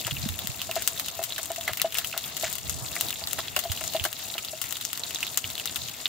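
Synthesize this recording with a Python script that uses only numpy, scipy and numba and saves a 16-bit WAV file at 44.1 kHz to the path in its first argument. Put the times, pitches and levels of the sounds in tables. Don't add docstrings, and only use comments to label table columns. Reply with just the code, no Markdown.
import sys
import numpy as np
from scipy import signal
from scipy.fft import rfft, irfft
from scipy.io import wavfile
from scipy.ndimage import uniform_filter1d
from numba import njit

SR = 44100
rng = np.random.default_rng(int(sys.argv[2]) if len(sys.argv) > 2 else 0)


def rack_gain(trim_db):
    fader = np.asarray(trim_db, float)
    return 10 ** (fader / 20)


def file_out(sig):
    cols = np.atleast_2d(sig).T
    lim = np.clip(cols, -1, 1)
    pcm = np.round(lim * 32767).astype(np.int16)
    wavfile.write(sys.argv[1], SR, pcm)


N = 268113

PORT_SIDES = np.array([[.5], [-.5]])


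def unit(x):
    return x / np.sqrt(np.mean(x ** 2))


def over(table, hz):
    f, v = np.transpose(table)
    return np.interp(np.log(hz + 1), np.log(f + 1), v)


def colour(x, table):
    log_gain = over(table, np.fft.rfftfreq(4096, 1 / SR)) * np.log(10) / 20
    cepstrum = irfft(log_gain)
    cepstrum[1:2048] *= 2
    cepstrum[2049:] = 0
    response = irfft(np.exp(rfft(cepstrum)))[:2048]
    return signal.fftconvolve(x, response / np.sqrt(np.sum(response ** 2)))[:N]


def walk(rate_hz):
    k = int(SR / rate_hz)
    held = np.repeat(rng.standard_normal(N // k + 1), k)
    return unit(uniform_filter1d(uniform_filter1d(held, k), k)[:N])


@njit
def ring(start, hz, t60, size, rise):
    out = np.zeros(N)
    for k in range(len(start)):
        first = int(start[k])
        steps = int(t60[k] * SR) + 1
        z = size[k] + 0j
        gap = 1.
        close = np.exp(-hz[k] / SR / rise)
        turn = np.exp(2j * np.pi * hz[k] / SR - np.log(1000) / steps)
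        for i in range(first, min(first + steps, N)):
            gap *= close
            out[i] += z.imag * (1 - gap)
            z *= turn
    return out


def bursts(s, db, hz, snap_db, spray_db, pan_db, cycles, lag_samples, echo_db, spray_t60, splash_t60, count=4):
    # pitch_hz, level_db [dB per Hz]
    snap_tone = [(470, -23), (800, -9), (1400, 3), (1530, -4.5), (2040, 3), (2350, -9.5), (2840, 7),
                 (5700, 0.5), (6970, 3), (10900, -2), (14400, 5.5), (15700, 4), (16500, -51)]
    echo_s, wall_echo_db = .0013, -10
    spray_share, splash_share = 0.1, 0.023
    chance = rng.standard_normal((len(s), 3)).T
    after = rng.random((len(s), 2, count)).T
    wait_s = np.cumsum(.0006 + 0.0061 * after[:, 0], axis=0)
    t60 = cycles * rack_gain(2 * chance[1]) / hz * (3000 / hz) ** .5
    follower_hz = hz * (0.76 + 0.35 * after[:, 1])
    out = []
    for side in PORT_SIDES[:, 0]:
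        at = np.clip(np.round(s * SR + side * lag_samples * chance[0]), 0, N - 1)
        size = rack_gain(db + side * pan_db)
        cavity = ring(at, hz, t60, size, 0.7)
        follower_size = size * rack_gain(echo_db) * 0.00099 ** (wait_s / splash_t60)
        followers = ring((at + wait_s * SR).ravel(), follower_hz.ravel(), np.tile(t60, count),
                         follower_size.ravel(), 0.36)
        snap = np.bincount(at.astype(int), size * rack_gain(snap_db) * np.sign(chance[2]), N)
        power = np.bincount(at.astype(int), (size * rack_gain(snap_db + spray_db)) ** 2, N)
        tail = 0
        for share, t in ((spray_share, spray_t60), (splash_share, splash_t60)):
            tail = tail + share * signal.lfilter([1], [1, -1e-6 ** (1 / (t * SR))], power)
        spray = np.roll(np.sqrt(tail), SR // 2000) * rng.standard_normal(N)
        spray = signal.lfilter([1, .45], [1], spray)
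        direct = cavity + colour(snap, snap_tone)
        echo = rack_gain(wall_echo_db) * np.roll(direct, int(echo_s * (1 + .3 * side) * SR))
        out.append(direct + echo + followers + colour(spray, snap_tone))
    return np.array(out)


def pops():
    # start_s, ring_db, ring_hz, treble_db [over the ring], spray_db [over the snap]
    bubbles = [(0.0476, -16, 2970, -38, -20), (0.0672, -9, 7000, -19, -8), (0.1094, -9, 3260, -28, -5),
               (.167, -18, 2740, -34, -18), (0.2889, -20, 3860, -6.5, -20), (.39, -17, 3750, -10.5, -18),
               (.4714, -20.5, 4740, -6, -15), (0.5924, -18, 3850, -39, -18), (0.603, -17, 3380, -37, -18),
               (0.616, -17, 3000, -11, -9), (0.712, -17.5, 2670, -9, -17), (0.7554, -17, 3950, -12.5, -7),
               (.8212, -8, 7500, -20, -10.5), (0.8751, -2, 8200, -15.5, -11.5),
               (.976, -15.5, 3750, -37, -18), (.9968, -20, 2740, -2.5, -10.5),
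               (1.0604, -25.5, 7090, -7, -9), (1.0835, -27.5, 2730, -1, -7.5), (1.228, -21, 7200, -9, -16),
               (1.2373, -21, 8000, -8, -4), (1.304, -17, 3480, -35, -22), (1.3223, -13, 3980, -27, -13),
               (1.361, -13.5, 3800, -25, -5), (1.38, -21.5, 1680, -13, 1), (1.4303, -6.5, 7250, -29, -21),
               (1.4568, -15.5, 7240, -17, -23), (1.517, -12.5, 7810, -21, -30), (1.5598, -26, 2700, -7, -4),
               (1.61, -17, 3570, -14, -21), (1.678, -12, 2060, -17.5, -5), (1.7334, -24.5, 2170, -1.5, -16),
               (1.772, -24, 2150, -5.5, -6), (1.7978, -14, 2600, -18, -29), (1.8162, -11, 3780, -6, -14.5),
               (1.923, -23.5, 2940, -10.5, -7), (1.9435, -12, 7000, -16, -16),
               (1.951, -12.5, 3000, -22, -3), (1.9703, -10.5, 7000, -21, -4),
               (1.9843, -14.5, 2800, -7, -7.5), (2.0453, -12.5, 3150, -18.5, -9),
               (2.1272, -19.5, 2690, -19, -13), (2.1767, -22, 3560, -2.5, -11), (2.24, -16, 3370, -28, -21),
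               (2.367, -17.5, 6620, -12, -7), (2.411, -18, 7360, -17, -21), (2.425, -20, 4300, -10, -6),
               (2.514, -16, 7250, -24, -27), (2.527, -14, 7400, -16.5, -10), (2.553, -13, 7650, -19, -10),
               (2.582, -20.5, 7000, -15.5, -4), (2.6951, -4, 6700, -25.5, -5),
               (2.862, -14.5, 4200, -35, -18), (2.9546, -17, 7230, -15, -21),
               (2.9637, -14.5, 2160, -32, -21), (3.0092, -2.5, 7070, -16, -14),
               (3.0848, -12.5, 3800, -21, -10), (3.1049, -16, 3900, -12, -14),
               (3.1266, -19.5, 2780, -13, -24), (3.1576, -15.5, 3650, -33, -18),
               (3.2382, -12.5, 4480, -22, -23), (3.272, -13, 3860, -15, -11), (3.31, -18, 3860, -18, -18),
               (3.3312, -15.5, 6150, -8.5, -18), (3.389, -29.5, 1500, 1, -7.5),
               (3.481, -13.5, 3470, -36, -18), (3.5628, -10.5, 2840, -13.5, -3.5),
               (3.59, -21, 6340, -7.5, -3), (3.6374, -17, 4640, -22.5, -2.5), (3.698, -18, 3340, -31, -30),
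               (3.7179, -14.5, 6940, -9.5, -9), (3.7741, -17, 2950, -21, -5),
               (3.8095, -19.5, 2830, -14, -10), (3.8384, -16.5, 7600, -16.5, -6),
               (3.877, -7.5, 6800, -27, -18), (3.935, -19, 3900, -13.5, -9), (3.9643, -11.5, 3420, -22, -5),
               (3.9967, -9, 3160, -39, -22), (4.02, -34, 6910, -14, -26), (4.039, -19.5, 2880, -8.5, -3),
               (4.0507, -18, 1640, -8, -4.5), (4.117, -19, 7800, -24, -13), (4.128, -30, 2900, 2, -18),
               (4.3002, -16.5, 3740, -29, -26), (4.339, -16.5, 3750, -19.5, -4.5),
               (4.38, -12, 3020, -21.5, -3), (4.447, -19.5, 3530, -17.5, -0.5),
               (4.484, -13.5, 4300, -31, -18), (4.615, -14, 7100, -12.5, -7),
               (4.6397, -20.5, 2780, -11, -10), (4.691, -21, 7030, -26, -14),
               (4.7078, -14, 7010, -20.5, -6), (4.7245, -17, 3760, -9, -14), (4.7558, -15, 3580, -28, -20),
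               (4.768, -22.5, 6600, -10, -8), (4.811, -15, 3850, -19.5, -4), (4.8503, -7, 6600, -23, -12),
               (4.9304, -17, 6830, -8, -17), (4.9748, -22.5, 3970, -6.5, -15),
               (4.995, -10.5, 7450, -39, -22), (5.035, -11, 3950, -39, -18), (5.065, -21, 7400, -27, -24),
               (5.1069, -18, 2970, -15, -15), (5.1458, -11, 6800, -20, -17), (5.158, -12.5, 3660, -30, -9),
               (5.186, -16, 6840, -28, -16), (5.205, -17, 7040, -19, -7), (5.228, -9.5, 2780, -23.5, -2),
               (5.277, -18.5, 3450, -29, -20), (5.267, -20.5, 3540, -11, -13), (5.345, -21, 4170, -19, -16),
               (5.3735, 1.5, 6700, -20, -11), (5.4418, -12, 3000, -38, -14),
               (5.5016, -16.5, 3520, -15.5, -23), (5.553, -17.5, 3960, -16.5, -17),
               (5.5787, -13, 3250, -31, 4), (5.5972, -16, 2950, -15.5, -11), (5.656, -17, 6270, -11.5, -8),
               (5.674, -12.5, 3700, -28, -21), (5.695, -10, 3940, -40, -18),
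               (5.7583, -16, 3380, -13.5, -3.5), (5.885, -17.5, 3200, -24, -18),
               (6.002, -20, 4400, -28, -20), (6.056, -1, 3700, -33, -23)]
    delay_s = .0008
    crest_db = 20.5
    s, db, hz, treble_db, spray_db = np.transpose(bubbles)
    pan_db = 0.1 + 2.5 * np.log2(hz / 4000) + 2.5 * rng.standard_normal(len(s))
    return bursts(s + delay_s, db, hz, treble_db + crest_db, spray_db, pan_db, cycles=17.0, lag_samples=1.3,
                  echo_db=-5.5, spray_t60=0.002, splash_t60=0.073)


def crackle(rate_hz=600):
    floor_db, spread_db, top_db = -38, 3.5, 15.5
    u = rng.random((int(rate_hz * N / SR), 5)).T
    size_db = floor_db + np.minimum(-spread_db * np.log(1 - u[1]), top_db)
    hz = 2400 * 3.95 ** (u[2] ** 1.23)
    snap_db = 16 * u[3] - 14
    pan_db = 6 * (u[4] - .5)
    return bursts(u[0] * N / SR, size_db, hz, snap_db, np.full(len(hz), -17.0), pan_db, cycles=11.3, lag_samples=3.5,
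                  echo_db=-4.0, spray_t60=0.002, splash_t60=0.011, count=2)


def fizz(flicker_db=2.5, grain_db=4.0):
    # pitch_hz, level_db [dB per Hz]
    sizzle = [(150, 0), (250, -1.5), (541, -4.5), (679, 0), (1550, -5.5), (2010, -6), (2360, -9),
              (2860, -6), (3720, 1), (5760, -5), (7240, -7.5), (11000, -10.5), (14300, -6), (15700, -7),
              (16500, -63)]
    # pitch_hz, likeness [0-1]
    likeness = [(60, 0.15), (130, 1), (290, 0.96), (640, 0.5), (1410, 0), (3100, 0.67), (6820, 0),
                (15000, 0.01)]
    level_db, swell_db = -40, 0.8
    hz = np.fft.rfftfreq(N, 1 / SR)
    alike = np.clip(over(likeness, hz), 0, 1)
    mid, side = rfft(rng.standard_normal((2, N)))
    spectrum = np.sqrt(1 + alike) * mid + 2 * PORT_SIDES * np.sqrt(1 - alike) * side
    spectrum = spectrum * rack_gain(over(sizzle, hz))
    out, shared = 0, walk(25)
    for octave in np.arange(7, 15, 1.):
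        band = np.clip(1 - np.abs(np.log2(hz + 1) - octave), 0, 1)
        grit = grain_db * walk(350) * (octave > 10)
        flicker = .6 * shared + .8 * walk(30)
        out = out + irfft(spectrum * band, N) * rack_gain(flicker_db * flicker + grit)
    return unit(out) * rack_gain(level_db + swell_db * walk(1.49))


def knocks():
    # start_s, blow_db, wall_note_hz, upper_modes_db, rise_ms
    blows = [(.076, -30, 653, 12, 1.6), (.692, -23.5, 666, -21, 2.2), (.763, -16.5, 672, -17, 2.9),
             (.772, -28, 647, -6, 2), (1.191, -20, 664, -22, 1.9), (1.214, -29, 690, -13, 1.7),
             (1.388, -35.5, 656, 19, 2.4), (1.502, -18.5, 666, -26, 3.3), (1.58, -21, 674, -57, 5.4),
             (1.676, -30, 742, 15, 2.3), (1.693, -27.5, 638, -1, 0.78), (1.845, -12.5, 658, -49, 1.9),
             (1.983, -29.5, 693, -10, 3.1), (2.138, -31, 663, 7, 3.3), (2.164, -30, 676, -4, 1.7),
             (2.434, -19.5, 665, -40, 0.64), (2.451, -29, 640, -2, 3.7), (2.963, -37, 738, 23.5, 2.5),
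             (3.217, -32.5, 670, -7, 1.5), (3.386, -26.5, 654, -1, 1.2), (3.565, -28, 667, 20.5, 1.6),
             (3.577, -32, 720, -11, 1.9), (3.637, -29, 694, -24, 1.8), (3.651, -19.5, 673, -34, 4.2),
             (3.811, -30.5, 648, 14, 3.7), (3.838, -32, 674, -15, 2.8), (3.947, -12.5, 646, -35, 3.7),
             (3.964, -30, 686, -7, 2.5), (4.051, -24, 704, 16, 2.1), (4.353, -32.5, 673, -3, 0.7),
             (4.532, -25, 633, -29, 3)]
    # [0-1, how far it follows upper_modes_db]
    wall = [(.57, -11, 0.85, 0.2), (0.952, -19.5, 1.26, 0.94), (1.003, 0, 0.82, 0),
            (1.141, -3.5, 0.66, 0.21), (1.43, -6.5, 0.45, 0.25), (1.65, -15, 0.4, 1), (2.08, 1, 0.21, 0.45),
            (2.6, -8, 0.4, 0.38), (3.15, -13.5, 0.85, 0.43), (4.25, -13, 0.9, 0.21)]
    wall_t60_s, damping_per_db = 0.079, 0.0023
    out = np.zeros(N + SR)
    t = np.arange(SR // 4) / SR
    for s, db, hz, upper_db, rise_ms in blows:
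        t60 = wall_t60_s * np.exp(-damping_per_db * upper_db)
        detune = 1 + 0.052 * rng.standard_normal(len(wall))
        blow = 0
        for (multiple, gain_db, share, upper), j in zip(wall, detune):
            f = hz * multiple * (j if gain_db else 1)
            rise = 1 - np.exp(-(t * multiple * 1000 / max(rise_ms, .1)) ** 0.9)
            decay = 0.00094 ** (t / (t60 * share))
            blow = blow + rack_gain(gain_db + upper * upper_db) * rise * np.sin(2 * np.pi * f * t) * decay
        out[int(s * SR):int(s * SR) + len(t)] += rack_gain(db) * blow
    return out[:N]


def scrapes(count=90):
    # start_s, length_s, level_db, centre_hz
    drags = [(0.063, 0.046, -33.5, 2800), (0.765, 0.066, -30, 3550), (1.679, 0.039, -30, 2380),
             (1.804, 0.028, -35, 2800), (1.954, 0.097, -30.5, 3100), (2.138, 0.055, -35, 2510),
             (2.441, 0.045, -24, 3630), (3.385, 0.018, -30.5, 1790), (3.567, 0.028, -39.5, 2400),
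             (4.04, 0.039, -38, 1770), (4.345, 0.064, -37.5, 2680), (5.22, 0.037, -40, 2950)]
    s, length, db, hz = np.transpose(drags)[:, :, None]
    u = rng.random((len(drags), count, 3))
    f = hz * 4.64 ** (u[..., 1] - .5)
    size = rack_gain(db + 4.74 * u[..., 2] - 9.5 * u[..., 0])
    at = (s + length * u[..., 0]) * SR
    return ring(at.ravel(), f.ravel(), (11 / f).ravel(), size.ravel(), 0.4)


def hollow(x):
    # pitch_hz, width_hz, level_db
    resonances = [(666, 62, -1.5), (1302, 60, -8), (2187, 54, -5), (2780, 44, -8), (3750, 77, -15),
                  (7090, 860, 3.5)]
    out = x
    for f, width, db in resonances:
        out = out + rack_gain(db) * signal.lfilter(*signal.iirpeak(f, f / width, SR), x)
    return out


def wind(buffet_db=4.0, pan_db=-7.0):
    # time_s, level_db
    strength = [(0.0, -53), (0.29, -44), (0.57, -53), (0.9, -57), (1.79, -58.5), (2.42, -56), (2.73, -42.5),
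                (3.0, -55.5), (3.33, -47), (3.67, -54.5), (3.84, -51), (4.13, -58), (4.69, -60.5),
                (6.08, -56.5)]
    # pitch_hz, level_db [dB per Hz]
    gust = [(15, -50), (25, -36), (75, -0.5), (113, -2), (257, -16), (406, -26.5), (454, -20), (560, -45),
            (700, -32), (910, -45), (1540, -120)]
    # start_s, level_db, pitch_hz, pan_db [left minus right]
    buffets = [(0.058, -33.5, 107, -17), (.124, -28, 138, -19), (.179, -34.5, 96.9, -17),
               (0.215, -27.5, 99.6, 5), (.236, -28, 139, 18), (0.258, -19.5, 204, -8),
               (0.297, -27, 96, -19), (0.32, -34, 83, -9), (.445, -32, 189, -12), (0.489, -28, 114, -15),
               (1.709, -38, 108, 16), (2.679, -33, 72, 7), (2.728, -36, 99.6, 1), (2.818, -31, 125, -12),
               (3.696, -22.5, 99, -11), (4.01, -34.5, 97, -25), (5.442, -36, 96, -14),
               (5.825, -38.5, 111, -19)]
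    eddies = np.array([colour(rng.standard_normal(N) * rack_gain(buffet_db * walk(40)), gust) for _ in PORT_SIDES])
    level_db = np.interp(np.arange(N) / SR, *np.transpose(strength))
    rumble = unit(eddies) * rack_gain(level_db + PORT_SIDES * pan_db) * np.sqrt(2)
    s, db, hz, thud_pan_db = np.transpose(buffets)
    thuds = []
    for side in PORT_SIDES[:, 0]:
        chance = rng.standard_normal((len(s), 2)).T
        at = np.clip((s + 0.0023 * chance[0]) * SR, 0, N - 1)
        f = hz * (1 + 0.046 * chance[1])
        thuds.append(ring(at, f, 10.2 / f, rack_gain(db + side * thud_pan_db), 0.23))
    return rumble + np.array(thuds)


def scene():
    # pitch_hz, difference_db [left minus right]
    port_tilt = [(60, 16), (110, 15.5), (200, 0), (380, 2), (700, 1.5), (1290, 0), (2380, 1.5), (4400, -1),
                 (8120, 10), (15000, 12.5)]
    pot = pops() + hollow(crackle() + fizz() + scrapes()) + knocks()
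    hz = np.fft.rfftfreq(N, 1 / SR)
    return irfft(rfft(pot) * rack_gain(PORT_SIDES * over(port_tilt, hz)), N) + wind()


def top_cut(x):
    return signal.sosfilt(signal.butter(12, 16650, fs=SR, output="sos"), x)


def record(dry):
    x = signal.sosfilt(signal.butter(2, 38, "high", fs=SR, output="sos"), dry)
    x = signal.sosfiltfilt(signal.butter(10, 15800, fs=SR, output="sos"), x)
    return top_cut(np.clip(x, -1, 1))


dry = scene()
out = record(dry)
file_out(out)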